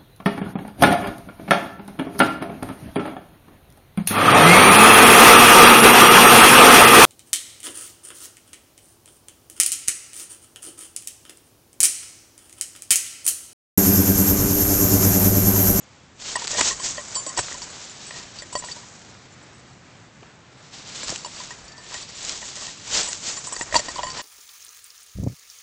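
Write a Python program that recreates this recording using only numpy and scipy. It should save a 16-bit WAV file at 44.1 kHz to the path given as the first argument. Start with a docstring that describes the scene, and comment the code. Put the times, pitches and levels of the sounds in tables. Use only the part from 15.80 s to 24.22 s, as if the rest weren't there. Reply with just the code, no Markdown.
"""Two dogs romp in tall grass close to a small microphone in a back yard.
Blades, stems and tips swish as filtered crackling noise; snapping stems and landing paws are bursts of noise.
A hollow tag knocks and metal clinks on the collar, each blow a set of decaying sine modes.
Behind them lie jolts of deep noise, hushed air, the hum of far traffic, a faint whine and one bird whistle.
"""
import sys
import numpy as np
from scipy import signal
from scipy.fft import rfft, irfft, next_fast_len
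from scipy.io import wavfile
from scipy.ndimage import uniform_filter1d

SR = 44100
rng = np.random.default_rng(int(sys.argv[2]) if len(sys.argv) > 2 else 0)


def to_linear_factor(level_db):
    """Convert decibel levels (scalar or array-like) to linear amplitude factors."""
    exponent = np.asarray(level_db, float) / 20
    return 10 ** exponent


def dump_mix(stems):
    """Bounce the given channels to the path in sys.argv[1] as a 16-bit WAV at rate SR."""
    frames = np.atleast_2d(stems).T  # one column per channel
    limited = np.clip(frames, -1, 1)  # hard clip at full scale
    pcm = np.round(limited * 32767).astype(np.int16)
    wavfile.write(sys.argv[1], SR, pcm)


N = 371224

# Colour of the air noise: (frequency [Hz], relative level [dB])
AIR_COLOUR = [(250, -25), (420, -4.5), (458, -6), (488, -2.5), (2160, -6.5), (7510, -17), (8300, -21.5),
              (10800, -47), (18300, -120)]
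# Colour of the far traffic: (frequency [Hz], relative level [dB])
TRAFFIC_COLOUR = [(30, -41), (60, -9), (130, 0.5), (250, -7), (400, -13), (700, -49)]
# Slow level wander of the low background noise: (time [s], level [dB])
TRAFFIC_LEVEL = [(0.0, -56), (0.3, -54.5), (0.7, -55.5), (1.17, -51.5), (1.43, -53.5), (1.78, -51),
                 (2.04, -52.5), (2.76, -50.5), (3.21, -51.5), (3.68, -50.5), (4.71, -53), (5.44, -51),
                 (6.12, -54), (7.43, -52), (7.8, -56), (8.42, -50.5)]
# Far bird: (start [s], length [s], first pitch [Hz], last pitch [Hz], level [dB])
BIRD_CHIRP = (.012, .035, 7050, 6300, -52)
# Faint fuzzy whine far off: (time [s], pitch [Hz], level before the waver [dB])
WHINE_LINE = [(5.8, 1690, -66), (5.85, 1710, -54), (5.95, 1780, -52), (6.07, 1800, -53), (6.11, 1790, -66)]
# Colour of the jolts: (frequency [Hz], relative level [dB])
JOLT_COLOUR = [(12, -8), (25, -6.5), (45, 4), (90, 0), (160, -22.5), (300, -51)]
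# Jolts of the ground and the hand reaching the microphone: (peak time [s], level [dB], half length [s])
JOLTS_FELT = [(.54, -55, .1), (0.763, -48.5, .07), (.89, -48, .08), (1.17, -56.5, .1), (1.378, -56, .07),
              (1.596, -30, 0.013), (1.82, -60, 0.13), (2.4, -60, .08), (2.603, -55, 0.045),
              (2.83, -58, .07), (5.29, -54, .06), (5.65, -64, .06), (5.838, -58, .06), (6.14, -64, 0.13),
              (6.45, -62, 0.079), (6.63, -52, 0.042), (7.176, -46, 0.06), (7.43, -65, 0.11),
              (7.81, -45, .035), (7.96, -39, .04), (8.09, -48, .05), (8.255, -51.5, 0.11)]
# Paws landing: (time [s], peak level [dB], centre frequency [Hz])
PAW_THUDS = [(0.782, -18, 500), (0.809, -37, 148), (1.465, -27.5, 403), (1.581, -22, 490),
             (2.398, -44, 108), (4.425, -39, 223), (5.232, -30, 400), (5.297, -32, 101),
             (5.322, -25.5, 390), (7.808, -35, 106), (7.955, -17.5, 385), (8.083, -26.5, 417)]
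# Stems snapping: (time [s], bright crack before trim [dB], duller body before trim [dB])
STEM_SNAPS = [(0.6431, -9, -40), (0.6482, -12.5, -31), (0.6725, -7, -30), (0.678, -9, -37),
              (0.8113, -3, -9.5), (0.8684, -14, -35), (0.9984, -25, -36), (1.1767, -23, -38),
              (1.4657, -17, -45), (1.5908, -18, -13.5), (1.6838, -26, -25), (2.3092, -22, -30),
              (2.36, -28, -33), (2.6209, -22, -46), (2.753, -20, -37), (2.8389, -26, -36),
              (4.4306, -52, -39), (5.2314, -30, -26), (5.277, -22, -40), (5.293, -22, -25),
              (5.3214, -29, -42), (5.36, -11, -42), (5.637, -20, -42), (5.7069, -22, -43),
              (6.1426, -13.5, -32.5), (6.4944, -7, -37), (6.618, -21, -35), (6.8687, -13, -49),
              (7.0735, -22, -40), (7.1635, -18, -27), (7.3308, -9, -38), (7.764, -25, -29),
              (7.8112, -13.5, -27), (7.9445, -15, -15), (8.159, -24, -40), (8.1817, -24, -40),
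              (8.233, -17, -38), (8.3699, -25, -29)]
# Hollow tag knocking on the collar, levels before its layer gain:
# (time [s], first mode group [dB], second [dB], third [dB], main pitch [Hz])
TAG_KNOCKS = [(0.5561, -24, -30, -25, 1020), (.567, -55, -31.5, -36, 973), (.6198, -41, -37, -42, 950),
              (.732, -36, -40, -38, 940), (.7468, -26, -41, -36, 1010), (0.7827, -27, -27, -26, 950),
              (0.792, -27, -22, -31, 980), (.8093, -36, -33, -28, 914), (0.908, -49, -34, -34, 1083),
              (.9979, -55, -34, -47, 1066), (1.18, -30.5, -37, -31.5, 1043), (1.3592, -33, -39, -47, 1050),
              (1.3664, -40, -32.5, -55, 1047), (1.3984, -53, -43, -66, 1080), (1.4656, -34, -39, -51, 1070),
              (1.4984, -54, -38, -44.5, 1045), (1.5745, -46, -26, -29.5, 986),
              (1.5868, -22, -28.5, -35, 1013), (1.722, -46, -56, -38.5, 1000),
              (1.743, -42, -34.5, -48, 1010), (1.8185, -46, -40, -52, 960), (2.308, -53, -48, -42, 1040),
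              (2.339, -56, -52, -40, 1010), (2.36, -60, -49, -41, 1000), (2.4014, -47, -50, -44, 990),
              (2.6221, -39.5, -58, -43.5, 1000), (2.7278, -54, -35.5, -59, 997),
              (2.753, -24, -28, -32, 1020), (2.824, -44, -42, -47, 986), (2.8402, -40, -40, -50, 980),
              (2.8864, -57, -47, -42, 990), (2.9643, -42, -45, -60, 960), (3.0287, -63, -46, -55, 995),
              (5.3561, -57, -55, -45, 1000), (5.4482, -55, -33.5, -60, 990), (5.4612, -37, -39.5, -51, 935),
              (5.602, -63, -40.5, -48, 1000), (5.7074, -43, -42.5, -35.5, 980),
              (5.9803, -56, -45.5, -53, 990), (6.1191, -54, -40, -46, 1000), (6.147, -42, -43, -34.5, 990),
              (6.226, -43, -58, -54, 1000), (6.6272, -39, -40, -39, 993), (6.7712, -42, -52, -47, 1010),
              (6.8782, -59, -46, -39, 1015), (7.2735, -57, -35, -56, 992), (7.2861, -35, -39, -36.5, 976),
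              (7.5716, -59, -40.5, -45, 1090), (7.673, -63, -39, -50, 1010),
              (7.7242, -34.5, -32.5, -55, 1036), (7.7343, -38, -43, -44, 1030),
              (7.7646, -54, -45, -40, 1020), (7.7972, -56, -40, -59, 920), (7.8113, -36, -34, -28.5, 940),
              (7.9108, -42, -47, -49, 1040), (7.9252, -28, -49, -32.5, 1000),
              (7.942, -22.5, -23, -33, 1020), (7.9546, -17, -15.5, -21, 948), (7.993, -24.5, -36, -32, 980),
              (8.0839, -34.5, -34, -32.5, 1023), (8.0946, -53, -47, -32.5, 1000),
              (8.1604, -45, -36, -54, 1035), (8.1814, -39, -27, -48, 1020), (8.1914, -28.5, -28, -50, 980),
              (8.2325, -24.5, -25.5, -40, 1008), (8.2684, -60, -34.5, -43, 1030),
              (8.3833, -53, -31.5, -56, 1010), (8.394, -31.5, -36, -39, 1023)]
# How long the hollow tag swings clear of the fur: (time [s], free time [s])
KNOCK_FREE_TIME = [(0, .018), (.7, 0.012), (.75, 0.042), (.8, .015), (.9, 0.031), (1.0, 0.013),
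                   (1.2, 0.034), (1.5, 0.035), (1.56, 0.015), (2.7, 0.025), (5.4, 0.024), (7.9, 0.018),
                   (8.2, 0.017), (8.27, 0.15), (8.42, 0.027)]
# Hollow tag, three groups of modes: (frequency [Hz], relative level [dB], base t60 [s])
HOLLOW_MODES = [
    [(596, -5, 0.085), (686, -8, 0.026), (784, -13.5, 0.032), (3300, -14, .07), (3260, -17.5, .07)],
    [(1000, -1.5, 0.14), (950, -12, .1), (2930, -11, 0.11)],
    [(1858, -1, 0.075), (1907, -2.5, 0.1), (2700, -17, 0.065)],
]
# Metal tag and ring clinking, levels before their layer gain:
# (time [s], first mode group [dB], third [dB], fourth [dB], time until touched again [s])
METAL_CLINKS = [(.5566, -29, -44, -23.5, 0.0084), (0.621, -51, -35, -46, .02), (.752, -50, -41, -35, .02),
                (0.7888, -29, -19.5, -27, 0.007), (0.808, -32, -16.5, -24, 0.0058),
                (.998, -36, -45, -35, 0.038), (1.173, -37, -45, -52, .008), (1.348, -49, -49, -31, .0099),
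                (1.3536, -24.5, -33, -31.5, .05), (1.3638, -34, -32, -46, .079),
                (1.4645, -40, -30.5, -30, 0.034), (1.49, -34, -42, -40, 0.023),
                (1.568, -34, -48, -46, .008), (1.575, -41, -22.5, -20, 0.0048),
                (1.5901, -32, -28, -23, 0.015), (1.6088, -47, -37, -36, 0.012),
                (1.7418, -42, -56, -47, 0.01), (1.818, -29.5, -43, -44, 0.02),
                (1.834, -46, -45, -48, 0.019), (2.0964, -59, -41.5, -58, 0.03),
                (2.264, -45, -50, -42, 0.057), (2.587, -33, -46, -51, 0.038), (2.621, -53, -43, -46, .012),
                (2.727, -43, -43, -37, .017), (2.7533, -26, -35, -39, 0.019),
                (2.7762, -58, -44, -36, 0.033), (2.7884, -48, -34, -44, 0.01),
                (2.8462, -43, -49, -37.5, 0.038), (2.914, -29, -45, -50, 0.022),
                (5.233, -47, -35.5, -41, .02), (5.293, -30, -50, -55, .01), (5.3883, -45, -42, -60, 0.041),
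                (5.447, -32, -38, -50, 0.022), (5.455, -60, -59, -46, 0.067), (5.5608, -39, -44, -53, .01),
                (5.6, -39, -51, -54, .009), (5.708, -48, -40, -60, 0.015), (5.88, -40.5, -52, -67, 0.022),
                (5.92, -43, -50, -64, .015), (5.9802, -39, -60, -64, 0.017), (5.985, -59, -60, -54, 0.067),
                (6.119, -46, -55, -62, .014), (6.146, -55, -38.5, -50, .08), (6.225, -36.5, -57, -57, .013),
                (6.757, -51, -43, -50, 0.022), (6.879, -39, -47, -50, .01), (7.2291, -44, -43, -32, .038),
                (7.2755, -51, -36, -47, .024), (7.283, -42, -35, -33, 0.023),
                (7.5676, -35, -32.5, -47, 0.026), (7.67, -57, -38, -34.5, 0.021),
                (7.724, -61, -35.5, -29, 0.016), (7.763, -34, -35.5, -38, .008),
                (7.793, -55, -48, -36, 0.017), (7.8182, -51, -28.5, -38, 0.016),
                (7.9117, -40, -52, -60, .01), (7.9435, -37, -25, -31, 0.024),
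                (7.9556, -17.5, -32, -38, .012), (7.9642, -13, -29, -26, 0.0078),
                (7.9916, -27.5, -30, -45, .012), (8.085, -29, -38, -41, 0.027),
                (8.1574, -34.5, -40, -55, 0.0076), (8.2311, -35.5, -38, -49, .064),
                (8.2685, -36, -46, -48, .014), (8.287, -41, -41, -50, .014),
                (8.3025, -31.5, -40, -50, .013), (8.316, -33.5, -55, -51, 0.0082),
                (8.377, -37, -37, -49, 0.032)]
# Metal tag and ring, four groups of modes: (frequency [Hz], relative level [dB], base t60 [s])
METAL_MODES = [
    [(4570, -6, .08), (4625, -1, .11), (4730, -11, .05), (3950, -15, .05)],
    [(5370, -3, .1), (5780, -3, .08), (6300, -8, .08)],
    [(6820, -12, .08), (7180, 0, .28), (7285, -9, .12), (8890, -3, .25)],
    [(7825, -1, .25), (8175, -2, .25)],
]
# Colours of blades, heavy stems and fine tips: (frequency [Hz], relative level [dB])
BLADE_COLOUR = [(1500, -11.5), (2200, -7.5), (3000, -4.5), (4300, -2.5), (5200, -4), (6200, -7),
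                (7500, -49)]
STEM_COLOUR = [(30, -27), (100, -7), (300, 2.5), (900, 3), (1500, 2.5), (2400, -2), (3500, -33)]
TIP_COLOUR = [(3500, -25.5), (5000, -7), (6000, -3), (7100, 0.5), (8000, -5.5), (9300, -8.5)]
# Restless stirring of the grass between strokes, before the layer gains:
# (time [s], level [dB], heavy stems relative [dB], fine tips relative [dB])
GRASS_STIR = [(0, -64, -2, 0), (.385, -73, -4, 3), (.4, -47, -14, -1), (.6, -46.5, -8.5, 5.5),
              (1.0, -47, -5, 5), (1.5, -50, -2, 7), (1.8, -51.5, -0.5, 6), (2.14, -52.5, -5.5, -4.5),
              (2.7, -53.5, -2.5, 1.5), (3.1, -57, -0.5, 6), (3.4, -58.5, -0.5, -3), (4.6, -71, 6.5, 3),
              (4.85, -59.5, 0, -6.5), (5.4, -55.5, -3, 0), (5.96, -57.5, -0.5, -0.5),
              (6.3, -47.5, -14.5, -6), (7.03, -49, -10.5, -2.5), (7.9, -51, 1, 3), (8.05, -44, -5, 1),
              (8.42, -49.5, -1.5, 0.5)]
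# Legs and bodies sweeping through the grass, before the layer gains:
# (peak time [s], level [dB], rise [s], fall [s], fine tips relative [dB])
GRASS_STROKES = [(.42, -49.5, 0.015, .05, 4), (.5, -36, 0.067, 0.051, 1), (.615, -39.5, 0.063, 0.058, -6),
                 (.725, -34.5, 0.047, 0.037, 3.5), (.79, -28, 0.032, 0.055, 2),
                 (0.872, -27.5, 0.03, 0.047, 5), (1.067, -35.5, 0.041, 0.068, 6.5),
                 (1.36, -45.5, 0.033, 0.018, -1), (1.585, -32.5, 0.016, 0.022, 1),
                 (1.64, -41.5, .04, 0.16, 1.5), (1.83, -43.5, .04, 0.025, 2), (2.02, -47, 0.16, 0.17, 0.5),
                 (2.22, -47.5, 0.051, 0.29, -1), (2.37, -44.5, .03, 0.071, 1),
                 (2.59, -48, 0.065, 0.042, -5), (2.9, -46.5, 0.19, 0.13, 1.5),
                 (4.85, -57.5, 0.044, 0.1, -2), (4.95, -46, 0.032, 0.21, -3),
                 (5.1, -44, 0.045, 0.068, -3.5), (5.16, -40, 0.036, 0.094, -1),
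                 (5.235, -39.5, 0.049, 0.034, -5), (5.29, -37, 0.036, 0.098, 1),
                 (5.62, -43.5, .17, .14, -1), (6.151, -41.5, 0.087, 0.13, -2.5),
                 (6.5, -37, .12, 0.084, 1.5), (6.67, -45.5, 0.11, 0.055, 5.5),
                 (6.84, -41.5, 0.15, 0.11, 2.5), (7.172, -26, 0.066, 0.073, 1),
                 (7.31, -43.5, 0.028, 0.12, 6.5), (7.47, -35.5, 0.043, 0.097, 4),
                 (7.66, -47, 0.048, 0.063, 9), (7.81, -47, 0.085, 0.037, 9), (7.97, -29.5, 0.036, 0.027, 2),
                 (8.19, -49, .05, .03, 0), (8.38, -38.5, .05, 0.05, -6.5)]
# Treble edge of a small recorder: (frequency [Hz], gain [dB])
RECORDER_EDGE = [(8000, 0), (8400, -7.5), (8900, -25), (9200, -51.5), (9500, -61), (9700, -100)]

STEP = 64  # samples between the points of a coarse level curve


def evened(x):
    """Scales to rms 1."""
    return x / np.sqrt(np.mean(x ** 2) + 1e-20)


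def read_spectrum(points, hz):
    """Reads a spectrum in dB on a log-frequency axis."""
    point_hz, db = np.transpose(points)
    return np.interp(np.log(hz + 1), np.log(point_hz + 1), db)


def filtered(x, points):
    """Shapes a signal by a spectrum, padded to a fast transform length."""
    size = next_fast_len(N)
    gain = to_linear_factor(read_spectrum(points, np.fft.rfftfreq(size, 1 / SR)))
    return irfft(rfft(x, size) * gain, size)[..., :N]


def colour(x, points):
    """Shapes a signal by a spectrum and scales it to rms 1."""
    return evened(filtered(x, points))


def add(mix, s, sound):
    """Mixes a sound in at time s."""
    part = mix[round(s * SR):][:len(sound)]
    part += sound[:len(part)]


def flutter(size, depth_db):
    """Random gain wavering by depth_db rms; noise smoothed twice over size samples."""
    smooth = uniform_filter1d(uniform_filter1d(rng.standard_normal(N), size), size)
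    return to_linear_factor(depth_db * evened(smooth))


def swell(s, db, rise, fall):
    """Coarse power curve that climbs to its peak at s and sinks again, the front blunter than the tail."""
    t = np.arange(0, N + STEP, STEP) / SR - s
    distance = abs(t / np.where(t < 0, rise, fall))
    roundness = np.where(t < 0, 1.49, 1.33)
    edge_db = -10  # one rise or fall away from the peak
    return to_linear_factor(db + edge_db * distance ** roundness) ** 2


def gain_per_sample(power):
    """Turns a coarse power curve into gain at every sample."""
    return np.interp(np.arange(N), STEP * np.arange(len(power)), np.sqrt(power))


def puff(noise, low_hz, high_hz, t60):
    """A click and its dying spray of noise in one band, peak 1."""
    push = noise * to_linear_factor(-60 * np.arange(len(noise)) / SR / t60)
    push[0] += 3.0  # the click
    band = signal.butter(2, [low_hz, high_hz], "band", fs=SR, output="sos")
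    sound = signal.sosfilt(band, push)
    return sound / abs(sound).max()


def yard_air():
    """Smooth noise of the open air, wavering slowly."""
    return to_linear_factor(-54) * colour(rng.standard_normal(N), AIR_COLOUR) * flutter(size=6000, depth_db=1.4)


def traffic():
    """Far traffic as a low noise hum whose level wanders slowly."""
    level_db = np.interp(np.arange(N) / SR, *np.transpose(TRAFFIC_LEVEL))
    return to_linear_factor(level_db) * colour(rng.standard_normal(N), TRAFFIC_COLOUR)


def bird():
    """One short whistle, a sine whose pitch falls ever faster."""
    s, length, from_hz, to_hz, db = BIRD_CHIRP
    u = np.arange(0, length, 1 / SR) / length
    hz = from_hz + (to_hz - from_hz) * u ** 2
    envelope = np.sqrt(np.sin(np.pi * u))
    out = np.zeros(N)
    add(out, s, to_linear_factor(db) * envelope * np.sin(2 * np.pi * np.cumsum(hz) / SR))
    return out


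def whine():
    """A gliding sine made fuzzy by a fast random waver of its level."""
    s, hz, db = np.transpose(WHINE_LINE)
    t = np.arange(s[0], s[-1], 1 / SR)
    waver = 1 + .45 * evened(uniform_filter1d(rng.standard_normal(len(t)), 300))
    tone = np.sin(2 * np.pi * np.cumsum(np.interp(t, s, hz)) / SR)
    out = np.zeros(N)
    add(out, s[0], to_linear_factor(np.interp(t, s, db)) * waver * tone)
    return out


def shake():
    """Lumpy deep noise: jolts over the tremor of a hand that is never quite still."""
    jolts = gain_per_sample(sum(swell(s, db, half, half) for s, db, half in JOLTS_FELT))
    tremor = to_linear_factor(-73.5) * flutter(size=3000, depth_db=0.5)
    return (jolts + tremor) * colour(rng.standard_normal(N), JOLT_COLOUR)


def thuds():
    """Soft ground under a paw gives a low puff with no ring."""
    out = np.zeros(N)
    for (s, db, hz), noise in zip(PAW_THUDS, rng.standard_normal((len(PAW_THUDS), 4000))):
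        add(out, s, to_linear_factor(db) * puff(noise, hz / 1.77, hz * 1.65, t60=0.038))
    return out


def snaps():
    """Each snapping stem is a bright crack over a duller, longer body."""
    out = np.zeros(N)
    noises = rng.standard_normal((len(STEM_SNAPS), 2, 1500))
    for (s, crack_db, body_db), (crack_noise, body_noise) in zip(STEM_SNAPS, noises):
        crack = to_linear_factor(crack_db - 3.5) * puff(crack_noise, 2300, 8600, t60=.007)
        body = to_linear_factor(body_db + 3.5) * puff(body_noise, 270, 2300, t60=0.022)
        add(out, s, crack + body)
    return out


def ring(group_db, stretch, length, groups, draw):
    """One blow starts every mode, the tag chatters against its neighbour, and the next touch chokes it."""
    t = np.arange(6000)[:, None] / SR
    hz, db, t60 = np.concatenate(groups).T
    sizes = [len(group) for group in groups]
    side, luck, detune, chatter_rate, chatter_phase = draw
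    # a tag left alone for long is also damped and rattled less
    freedom = np.clip(length / 0.031, .6, 3) ** 0.55
    level_db = db + np.repeat(group_db, sizes) + 8 * (luck - .5)
    decay_db = -60 * t / (t60 * freedom)
    choke_db = -60 * np.maximum(t - length, 0) / 0.021
    chatter_hz = 40 + 120 * chatter_rate
    chatter = 1 + 0.35 / freedom * np.sin(2 * np.pi * (chatter_hz * t + chatter_phase))
    pitch = hz * np.repeat(stretch, sizes) * (1 + .006 * (detune - .5))
    modes = np.sign(side - .5) * np.sin(2 * np.pi * pitch * t)  # every mode leaves rest at the blow
    return (chatter * to_linear_factor(level_db + decay_db + choke_db) * modes).sum(1)


def blow_draws(count, groups):
    """Five random numbers for each mode of each blow."""
    return rng.random((count, 5, len(np.concatenate(groups))))


def rattle(count):
    """Light random touches of both tags, as strong as the dogs are restless."""
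    out, groups = np.zeros(N), HOLLOW_MODES + METAL_MODES
    s, level_db = np.transpose(GRASS_STIR)[:2]
    rows = rng.random((count, 3 + len(groups)))
    for row, draw in zip(rows, blow_draws(count, groups)):
        at = row[0] * N / SR
        group_db = np.interp(at, s, level_db) + 7 - 24 * row[3:]  # uneven between groups
        stretch = [1, 1.1 + 0.083 * row[1]] + [1] * (len(groups) - 2)
        length = .008 + .025 * row[2]
        add(out, at, ring(group_db, stretch, length, groups, draw)[:3000])
    return out


def clinks():
    """Metal tag and ring: the stiff metal keeps its pitch, and each blow adds a bright contact tick."""
    out, count = np.zeros(N), len(METAL_CLINKS)
    draws, ticks = blow_draws(count, METAL_MODES), rng.standard_normal((count, 1500))
    for (s, first_db, *upper_db, length), draw, tick in zip(METAL_CLINKS, draws, ticks):
        top_db = max(first_db, *upper_db)
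        second_db = top_db - 7.5 + 10 * (draw[0, 0] - .5)  # follows the loudest of the other groups
        group_db = [first_db, second_db, *upper_db]
        add(out, s, ring(group_db, np.ones(len(METAL_MODES)), length, METAL_MODES, draw))
        add(out, s, to_linear_factor(top_db + 2.5) * puff(tick, 2300, 8000, t60=0.0041))
    return out


def knocks():
    """The collar's hold bends the hollow tag's main pitch; it rings until the next knock or the fur damps it."""
    out, count = np.zeros(N), len(TAG_KNOCKS)
    reference_hz = 1000  # reference pitch of the tag's main mode
    times = np.transpose(TAG_KNOCKS)[0]
    until_next = np.diff(times, append=N / SR + 1)
    lengths = np.minimum(until_next, np.interp(times, *np.transpose(KNOCK_FREE_TIME)))
    draws, ticks = blow_draws(count, HOLLOW_MODES), rng.standard_normal((count, 1500))
    for (s, *group_db, hz), length, draw, tick in zip(TAG_KNOCKS, lengths, draws, ticks):
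        add(out, s, ring(group_db, [1, hz / reference_hz, 1], length, HOLLOW_MODES, draw))
        add(out, s, to_linear_factor(max(group_db) - 7) * puff(tick, 230, 1800, t60=0.011))  # contact tick
    return out


def crackle(per_s, spread_db, hiss):
    """Tiny blade contacts at random moments, a few large, over a smooth hiss."""
    size = to_linear_factor(spread_db * np.minimum(rng.exponential(1, N), 5))
    contacts = size * (rng.random(N) < per_s / SR)
    return evened(contacts * rng.standard_normal(N)) + hiss * rng.standard_normal(N)


def grass():
    """Blades, heavy stems and fine tips follow the stirring and the strokes, wavering as clumps let go."""
    s, *columns = np.transpose(GRASS_STIR)
    t = np.arange(0, N + STEP, STEP) / SR
    level_db, stems_db, tips_db = (np.interp(t, s, column) for column in columns)
    strokes = np.array([swell(*row[:4]) for row in GRASS_STROKES])
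    stroke_tips_db = np.transpose(GRASS_STROKES)[4]
    # doubled decibels give power
    blade_power = to_linear_factor(2 * level_db) + strokes.sum(0)
    stem_power = to_linear_factor(2 * (level_db + stems_db)) + to_linear_factor(2 * -11) * strokes.sum(0)
    tip_power = to_linear_factor(2 * (level_db + tips_db)) + to_linear_factor(2 * stroke_tips_db) @ strokes
    blades = to_linear_factor(3) * gain_per_sample(blade_power) * colour(crackle(3000, 3.3, 2.5), BLADE_COLOUR)
    stems = to_linear_factor(4.5) * gain_per_sample(stem_power) * colour(crackle(1500, 4.2, 1.76), STEM_COLOUR)
    tips = to_linear_factor(5.5) * gain_per_sample(tip_power) * colour(crackle(3000, 3.0, 1.2), TIP_COLOUR)
    waver = flutter(size=500, depth_db=1.13) * flutter(size=120, depth_db=0.48)
    return waver * (blades + stems + tips)


def scene():
    """Everything at one spot on the lawn, in one channel."""
    tags = to_linear_factor(4.5) * knocks() + to_linear_factor(1.5) * clinks() + rattle(count=90)
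    swish = grass()
    background = yard_air() + traffic() + shake() + whine() + bird()
    return (swish + background + tags + snaps() + thuds())[None]


def band_limit(x):
    """A steep low-pass at the top of the band."""
    return signal.sosfilt(signal.butter(12, 9560, fs=SR, output="sos"), x)


def record(dry):
    """The input stage softly rounds off peaks, then the small recorder cuts the treble."""
    overload = .9  # level at which the rounding saturates
    rounded = overload * np.tanh(dry / overload)
    return band_limit(filtered(rounded, RECORDER_EDGE))


dry = scene()
out = record(dry)
dump_mix(out)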